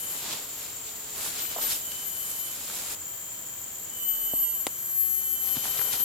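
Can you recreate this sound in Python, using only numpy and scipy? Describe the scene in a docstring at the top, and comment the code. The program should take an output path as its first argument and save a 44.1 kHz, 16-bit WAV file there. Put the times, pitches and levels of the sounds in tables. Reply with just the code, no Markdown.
"""Someone lifts a rucksack and scuffs through dry pine needles and leaves, which crunch and snap.
At about 3 s they set it down by a tree. Near 4.7 s, close by, a plastic buckle is pressed open
with a click; then the nylon lid is folded back, rubbing over itself. All along, cicadas buzz their
drum-like skins overhead in long rising notes, over a throbbing insect chorus, a cricket and the
hush of the forest."""
import sys
import numpy as np
from scipy import signal
from scipy.fft import rfft, irfft
from scipy.io import wavfile
from scipy.ndimage import uniform_filter1d

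SR = 44100
rng = np.random.default_rng(int(sys.argv[2]) if len(sys.argv) > 2 else 0)


def int16_out(signal):
    """Quantize to a 16-bit WAV file."""
    q = np.round(np.clip(np.atleast_2d(signal).T, -1, 1) * 32767)
    wavfile.write(sys.argv[1], SR, q.astype(np.int16))


N = 266352
TIME = np.arange(N) / SR
WALK_END_S = 2.95

# Levels in the tables are starting points: most functions add a gain of their own. boots and the lifted pack
# scuffing through the litter: peak_s, rise_s, fall_s, press_db, crunch_db, hiss_db
SCUFFS = [(.11, 0.09, 0.29, -54.5, -58, -52), (.325, 0.14, 0.082, -44.5, -38.5, -49),
          (.63, 0.083, 0.1, -56, -47.5, -51), (.875, 0.0083, .05, -65, -47, -67),
          (1.185, 0.031, 0.081, -45.5, -47, -45), (1.265, 0.082, 0.051, -50, -42.5, -41),
          (1.4, 0.13, 0.073, -47.5, -40.5, -45.5), (1.515, .025, 0.093, -49, -45, -50),
          (1.62, 0.018, 0.083, -45, -41.5, -39.5), (1.721, 0.058, 0.043, -56, -36.5, -35.5),
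          (1.925, 0.034, 0.19, -57, -50.5, -50), (2.315, .08, 0.068, -57, -54, -45),
          (2.78, 0.27, 0.23, -52, -45, -45), (2.93, 0.094, 0.039, -50, -47.5, -45.5)]
# tone of the low, middle and high layer of a rustle, each: frequency_hz, gain_db
PRESS_COLOUR = [(60, -4), (150, 1.5), (300, 6.5), (700, 7), (1300, 6), (2400, 0), (5000, -38)]
CRUNCH_COLOUR = [(700, -30), (1500, -13.5), (2400, -2.5), (3800, 1), (5500, -2), (8000, -4), (12000, -13)]
HISS_COLOUR = [(3500, -10), (6000, -3.5), (8000, 0), (10500, 0.5), (13000, 2.5), (16000, -21)]
# needles giving way under the heel: start_s, level_db, centre_hz, decay_s (time to fall 60 dB)
HEEL_CRUNCHES = [(1.561, -32.5, 650, .08), (1.584, -34, 820, .07), (1.637, -36, 680, .08)]
# twigs, leaves, cloth and strap ends snapping: start_s, level_db, centre_hz
SNAPS = [(.329, -32, 680), (.863, -33, 5000), (1.262, -28, 750), (1.265, -32, 7000), (1.41, -27, 3400),
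         (1.452, -32, 1500), (1.513, -39, 4000), (1.526, -28, 5000), (1.621, -25.5, 4520),
         (1.745, -21, 7000), (1.919, -24, 5000), (2.699, -30, 1690), (2.754, -22, 10000),
         (2.905, -30, 3000), (3.029, -36, 3500), (5.458, -23, 10500), (5.568, -26.5, 2980),
         (5.654, -23, 1300), (5.793, -21.5, 1470), (5.814, -25, 1010)]
# dull knocks of the pack and its fittings: start_s, level_db, pitch_hz, decay_s
KNOCKS = [(0.331, -42, 261, 0.027), (4.335, -26.5, 650, 0.02), (4.336, -28, 278, 0.03),
          (5.568, -28, 244, 0.036), (5.574, -32, 130, 0.041), (5.793, -32, 550, 0.0079),
          (5.7931, -18.5, 2070, 0.0088)]
# the buckle letting go and bouncing: start_s, level_db
BUCKLE_HITS = [(4.6677, -12), (4.6687, -35), (4.6716, -24.5)]
# tones the buckle rings with: pitch_hz, level_db, decay_s
BUCKLE_TONES = [(304, -5.5, 0.013), (615, 2, 0.0049), (1070, -3, 0.0048), (2080, -6.5, 0.0067),
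                (3660, -2.5, 0.0028), (8600, 0, 0.0022), (10400, -13, 0.0034)]
# pulls on the nylon lid: peak_s, rise_s, fall_s, fold_db, rub_db, hiss_db
LID_PULLS = [(5.475, 0.049, 0.093, -53, -50, -47), (5.56, 0.022, 0.038, -48.5, -44, -45),
             (5.645, 0.039, .08, -50, -45, -39), (5.78, 0.088, 0.096, -48, -43, -44.5),
             (5.87, .04, 0.084, -49, -49, -42.5), (5.934, 0.019, 0.041, -46, -38.5, -36),
             (6.003, 0.019, .025, -50, -43.5, -42)]
# near cicada's notes; root is the lowest tone, second and third are 2 and 3 times its pitch:
# start_s, end_s, first_second_climb_hz, root_db, second_db, third_db, third_db_per_s, root_dip_db
CICADA_NOTES = [(-.87, .23, 47.3, -52.5, -72, -49.5, 0, 0), (1.34, 2.56, 48.0, -53.5, -72, -59, 10, 0),
                (3.88, 6.2, 50.2, -48.3, -68, -53.5, -4.5, 19)]
# its whine, one curve per note: time_s, level_db, left_over_right_db
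WHINE_CURVES = [
    [(0.0, -42.5, 8), (0.212, -48, 6), (0.26, -48, 6.0)],
    [(1.38, -52, 0.0), (1.44, -40.5, 7.0), (1.556, -47, -2.5), (1.626, -36.5, 1), (2.004, -49, 3.0),
     (2.088, -42, 10), (2.532, -41, 3), (2.58, -65, 5.0)],
    [(3.92, -47, 2.0), (4.03, -39.5, 3.5), (4.08, -28, 25), (4.18, -37.5, -5), (4.41, -28.5, 6.5),
     (4.5, -37, -5), (4.61, -32.5, 22), (4.65, -44, -1), (5.15, -29.5, 11), (5.3, -35.5, 11),
     (5.39, -32.5, -7), (5.45, -35.5, 11), (5.93, -36.5, 7), (6.04, -25, 17)],
]
# weaker tones around the whine, counted from its pitch and level: offset_hz, level_db
SIDE_TONES = [(-7800, -36), (-3895, -20), (-352, -20), (-170, -26), (175, -24), (350, -27)]
# faint whines: the row starting at 1.4 s is a thin rising side tone just below the near cicada's
# whine during its second note; the rest are farther cicadas:
# start_s, end_s, first_root_hz, last_root_hz, level_db
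FAINT_WHINES = [(-.1, .62, 3110, 3132, -46.5), (.6, 2.3, 3266, 3216, -49), (2.3, 4.3, 3205, 3142, -56),
                (1.1, 2.95, 3084, 3126, -50), (2.95, 4.4, 3082, 3116, -46), (4.4, 6.1, 3085, 3110, -54),
                (1.4, 2.5, 2938, 2963, -49), (-.1, .25, 3068, 3072, -47)]
# bands of the insect chorus: centre_hz, width_hz, level_db
CHORUS_BANDS = [(7258, 826, -1), (14530, 1300, -7), (12070, 420, -11), (3147, 200, -19.5)]
# a faint far hum: start_s, end_s, fade_s, level_db, pitch_hz
FAR_HUM = (-0.7, 2.5, 1.8, -58, 440)
# tone of the air in the trees: frequency_hz, gain_db
HUSH_COLOUR = [(20, -41), (40, -6.5), (80, 3.5), (200, 1), (500, -0.5), (1200, -2), (2500, -5),
               (5000, -6.5), (10000, -4.5), (16000, -8.5)]
# how alike the two ears hear a noise: frequency_hz, likeness (0 unrelated, 1 the same)
EAR_LIKENESS = [(60, 0.86), (500, 0.38), (2000, 0.35), (5000, 0.22), (9000, 0), (15000, 0.034)]


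def boots(press_db=2.0, crunch_db=4.5, hiss_db=8.5, stir_db=(-61, -54.5, -62.5), hiss_db_per_s=2.5):
    """The sole packs the ground, leaves crunch and dry needles hiss against each other."""
    stir = np.outer(from_db(stir_db), np.ones(N))  # soft rustle between scuffs
    stir[2] *= from_db(hiss_db_per_s * TIME)
    press, crunch, hiss = np.sqrt(stroke_power(SCUFFS) + stir ** 2) * (TIME < WALK_END_S)
    sole = coloured(grains(1500, size_db=1.5, smooth=0.56, clump_db=1.5), PRESS_COLOUR)
    leaves = coloured(grains(3500, size_db=2.0, smooth=1.0, clump_db=1.0), CRUNCH_COLOUR)
    needles = coloured(grains(6000, size_db=-1.5, smooth=0.27, clump_db=0.7), HISS_COLOUR)
    return (press * from_db(press_db) * sole
            + crunch * from_db(crunch_db) * leaves
            + hiss * from_db(hiss_db) * needles)


def heel(width=1.5):
    """Pockets in the mat of needles collapse, each with a short hollow crunch."""
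    out, t = np.zeros((2, N)), TIME[:SR // 10]
    for start_s, db, hz, decay_s in HEEL_CRUNCHES:
        cracks = rng.standard_normal(len(t)) + 0.57 * rng.standard_normal((2, len(t)))
        hollow = rms_one(band(cracks, hz / width, hz * width))
        add(out, start_s, from_db(db) * hollow * decay(t, decay_s))
    return out


def snaps(decay_s=0.014, stereo_spread=0.48):
    """Each snap is a sharp crack of noise that dies in a few milliseconds."""
    out, t = np.zeros((2, N)), TIME[:SR // 20]
    for start_s, db, hz in SNAPS:
        noise = rng.standard_normal(len(t)) + stereo_spread * rng.standard_normal((2, len(t)))
        crack = band(noise * decay(t, decay_s), hz / 2, hz * 2)
        add(out, start_s, from_db(db) * crack / np.abs(crack).max())
    return out


def knocks():
    """Soft blows on the pack ring only briefly."""
    out = np.zeros((2, N))
    for start_s, db, hz, decay_s in KNOCKS:
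        add(out, start_s, from_db(db) * ring(hz, decay_s))
    return band(out, 61, 1900)


def buckle(left_db=2.5, scrape_db=-24, scrape_s=0.037):
    """The plastic prongs scrape past their catch, spring free and bounce, muffled by the hand."""
    out, t = np.zeros((2, N)), TIME[:SR // 20]
    click = sum((-1) ** k * from_db(db) * ring(hz, decay_s)
                for k, (hz, db, decay_s) in enumerate(BUCKLE_TONES))
    for start_s, db in BUCKLE_HITS:
        add(out, start_s, from_db(db) * click)
    scrape = band(rng.standard_normal((2, len(t))), 500, 16000, order=1) * decay(t, scrape_s)
    add(out, BUCKLE_HITS[0][0], from_db(scrape_db) * scrape)
    return out * pan(left_db)


def nylon_lid(fold_db=4.5, rub_db=6.0, hiss_db=7.0, left_db=0.5):
    """Stiff cloth folds and its weave rubs over itself with every pull."""
    out = np.zeros((2, N))
    levels = np.sqrt(stroke_power(LID_PULLS))
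    colours = (PRESS_COLOUR, CRUNCH_COLOUR, HISS_COLOUR)
    for level, db, colour in zip(levels, (fold_db, rub_db, hiss_db), colours):
        weave = grains(4000, size_db=1.5, smooth=0.83, clump_db=1.5)
        out += level * from_db(db) * coloured(weave, colour)
    return out * pan(left_db)


def near_cicada(start_hz=2998, dip_hz=3048.5, dip_width_hz=7.7, flutter_hz=7, rasp=0.095):
    """A drum-like skin buzzes ever faster in each note; the body whines at four times that pitch."""
    pitch, root, second, third = np.full(N, float(start_hz)), 0, 0, 0
    for start, end, climb_hz, root_db, second_db, third_db, third_db_per_s, dip_db in CICADA_NOTES:
        age = np.maximum(TIME - start, 0)
        pitch = np.where(age > 0, start_hz + climb_hz * np.sqrt(age), pitch)
        note = held(start, end, attack_s=0.077, release_s=0.047)
        dip = np.exp(-((pitch - dip_hz) / dip_width_hz) ** 2)  # peaks as the pitch passes dip_hz
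        root += note * from_db(root_db - dip_db * dip)
        second += note * from_db(second_db + 11 * np.minimum(age, 1.27))  # grows for 1.27 s
        third += note * from_db(third_db + third_db_per_s * age)
    whine = sum(gate * from_db(db) * pan(left_db) for gate, db, left_db in map(in_time, WHINE_CURVES))
    phase = phase_of(pitch * (1 + .00015 * drift(40)))
    ear_flutter = np.array([drift(flutter_hz), drift(flutter_hz)])
    whine_tone = scattered(4 * phase, share=.12, rate_hz=20, apart_rad=1.8)
    out = from_db(5.5 + 3 * ear_flutter) * whine * whine_tone
    root_gain = from_db(2.5 + 2 * drift(flutter_hz))
    out += root_gain * root * scattered(phase, share=0.17, rate_hz=34, apart_rad=0.96)
    for multiple, level in ((2, second), (3, third)):
        overtone_gain = from_db(4 + 2 * drift(flutter_hz))
        out += overtone_gain * level * scattered(multiple * phase, share=.3, rate_hz=10)
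    steady_whine = uniform_filter1d(whine, SR // 4)
    for offset_hz, db in SIDE_TONES:
        side_tone = scattered(4 * phase + 2 * np.pi * offset_hz * TIME, share=.45, rate_hz=12)
        out += from_db(db + 8) * steady_whine * side_tone
    return out * (1 + rasp * drift(120))  # the skin beats unevenly


def faint_whines(gain_db=1.5, root_db=-20, left_db=3):
    """Farther cicadas and one thin side tone of the near one, all blurred by the trees."""
    out = np.zeros((2, N))
    for start, end, first_hz, last_hz, db in FAINT_WHINES:
        gate, pitch = in_time([(start, first_hz), (end, last_hz)])
        phase = phase_of(pitch)
        whine = scattered(4 * phase, share=.8, rate_hz=14)
        root = from_db(root_db) * scattered(phase, share=0.23, rate_hz=14)
        out += uniform_filter1d(gate, SR // 10) * from_db(db) * (whine + root)
    return out * from_db(gain_db) * pan(left_db)


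def chorus(gain_db=-39.5, flicker_db=1.03, left_db=2.0):
    """Many distant insects merge into bands of flickering hiss."""
    voices = np.zeros((2, N))
    for hz, width_hz, db in CHORUS_BANDS:
        hiss = band(rng.standard_normal((2, N)), hz - width_hz / 2, hz + width_hz / 2)
        voices += from_db(db) * rms_one(hiss)
    return voices * from_db(gain_db + flicker_db * drift(52)) * pan(left_db)


def cricket(level_db=-46, chirps_per_s=19.7, wing_hz=7350, sweep_hz=1300, octave_db=-7, left_db=7.5):
    """Each chirp is three wing strokes and a rest; the pitch falls during every stroke."""
    strokes = 4 * np.cumsum(chirps_per_s * (1 + .02 * drift(.7))) / SR
    progress = strokes % 1
    accent = np.array([.45, 1, .9, 0])[strokes.astype(int) % 4]
    force = np.sin(np.pi * progress) ** 2 * accent * from_db(1.5 * drift(20))
    phase = phase_of(wing_hz + sweep_hz * (.5 - progress) + 100 * drift(59.9))
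    tone = scattered(phase, share=0.98, rate_hz=73)
    tone += from_db(octave_db) * scattered(2 * phase, share=.4, rate_hz=150)
    return rms_one(force * tone) * from_db(level_db) * pan(left_db)


def hush(level_db=-45, shelter_db=-0.5, left_db=1.0):
    """Distant air in the trees, a little quieter beside the tree where the walk ends."""
    air = coloured(rng.standard_normal((2, N)), HUSH_COLOUR)
    return from_db(level_db + shelter_db * (TIME > WALK_END_S)) * air * pan(left_db)


def far_hum(waver=0.0157):
    """A wavering tone from far away swells and fades."""
    start, end, fade_s, db, hz = FAR_HUM
    tone = np.sin(phase_of(hz * (1 + waver * drift(18.4))))
    return held(start, end, fade_s, fade_s) * from_db(db) * tone


def stroke_power(rows):
    """Each stroke swells and dies away; gives the power of the low, middle and high layer."""
    power = np.zeros((3, N))
    for peak_s, rise_s, fall_s, *levels_db in rows:
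        from_peak = np.maximum((peak_s - TIME) / rise_s, (TIME - peak_s) / fall_s)
        swell = np.exp(-from_peak.clip(0, 30))
        power += np.outer(from_db(levels_db), swell) ** 2
    return power


def grains(per_s, size_db, smooth, clump_db):
    """Tiny cracks of uneven size come in clumps over a smooth rub."""
    cracks = rng.random((2, N)) < per_s / SR
    sizes = from_db(size_db * np.minimum(rng.exponential(1, (2, N)), 5))
    crackle = rms_one(cracks * sizes * rng.choice([-1, 1], (2, N)))
    return (crackle + smooth * rng.standard_normal((2, N))) * from_db(clump_db * drift(64))


def coloured(pair, colour):
    """Shape two unrelated noises into one stereo sound, more alike in the bass."""
    hz = np.arange(N // 2 + 1) * SR / N
    mid, side = rfft(pair) * from_db(at_hz(colour, hz))
    alike = at_hz(EAR_LIKENESS, hz)
    return rms_one(irfft(np.sqrt(1 + alike) * mid + np.sqrt(1 - alike) * side * [[1], [-1]], N))


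def scattered(phase, share, rate_hz, apart_rad=1.73):
    """A tone reaches each ear directly and by many shifting paths off trunks and leaves."""
    ears = []
    for shift in (0, apart_rad + .15 * drift(1)):
        bounced = drift(rate_hz) * np.sin(phase) + drift(rate_hz) * np.cos(phase)
        ears.append(np.sin(phase + shift) + share * bounced)
    return rms_one(np.array(ears))


def ring(hz, decay_s):
    """The dying tone of something struck."""
    t = TIME[:SR // 10]
    return np.sin(2 * np.pi * hz * t) * decay(t, decay_s)


def decay(t, decay_s):
    """A fade that falls 60 dB in decay_s."""
    return np.exp(-np.log(1000) * t / decay_s)


def held(start, end, attack_s, release_s):
    """Fade in, hold, fade out."""
    return np.clip(np.minimum((TIME - start) / attack_s, (end - TIME) / release_s), 0, 1)


def drift(rate_hz):
    """A smooth random wobble of typical size one; a higher rate wobbles faster."""
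    pole = np.exp(-80 * np.pi * rate_hz / SR)
    noise = rng.standard_normal(N // 40 + 2002)  # one value per 40 samples
    slow = signal.lfilter([1], [1, -2 * pole, pole * pole], noise)[2000:]
    return np.interp(np.arange(N) / 40, np.arange(len(slow)), rms_one(slow))


def phase_of(pitch_hz):
    """The running angle of a wave whose pitch changes."""
    return 2 * np.pi * np.cumsum(pitch_hz) / SR


def in_time(rows):
    """A gate that is open while the table lasts, then each column at every sample."""
    times, *columns = np.transpose(rows)
    gate = np.clip(np.minimum(TIME - times[0], times[-1] - TIME) * 100 + 1, 0, 1)
    return [gate] + [np.interp(TIME, times, column) for column in columns]


def at_hz(points, hz):
    """Read between a table's rows, with every octave equally wide."""
    frequencies, values = np.transpose(points)
    return np.interp(np.log(hz + 1), np.log(frequencies), values)


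def band(x, low_hz, high_hz, order=2):
    """Keep what lies between two frequencies."""
    top_hz = min(high_hz, .48 * SR)
    return signal.sosfilt(signal.butter(order, [low_hz, top_hz], "band", fs=SR, output="sos"), x)


def pan(left_db):
    """Left and right gains that make the left louder by left_db."""
    gains = from_db(np.array([[.5], [-.5]]) * left_db)
    return gains / np.sqrt(np.mean(gains ** 2, axis=0))


def add(out, start_s, sound):
    """Mix a short sound in at start_s."""
    i = round(start_s * SR)
    out[:, i:i + sound.shape[-1]] += sound[..., :N - i]


def from_db(db):
    """Turn decibels into a multiplier."""
    return 10 ** (np.asarray(db) / 20)


def rms_one(x):
    """Scale to an average strength (rms) of one."""
    return x / np.sqrt(np.mean(x ** 2) + 1e-20)


def scene():
    """Insects and air all round, the walker and the pack in front."""
    forest = near_cicada() + faint_whines() + chorus() + cricket() + hush() + far_hum()
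    return forest + boots() + heel() + nylon_lid() + snaps() + knocks() + buckle()


def record(dry):
    """Cut the treble steeply above 15900 Hz."""
    return signal.sosfilt(signal.ellip(12, .1, 80, 15900, fs=SR, output="sos"), dry)


dry = scene()
out = record(dry)
int16_out(out)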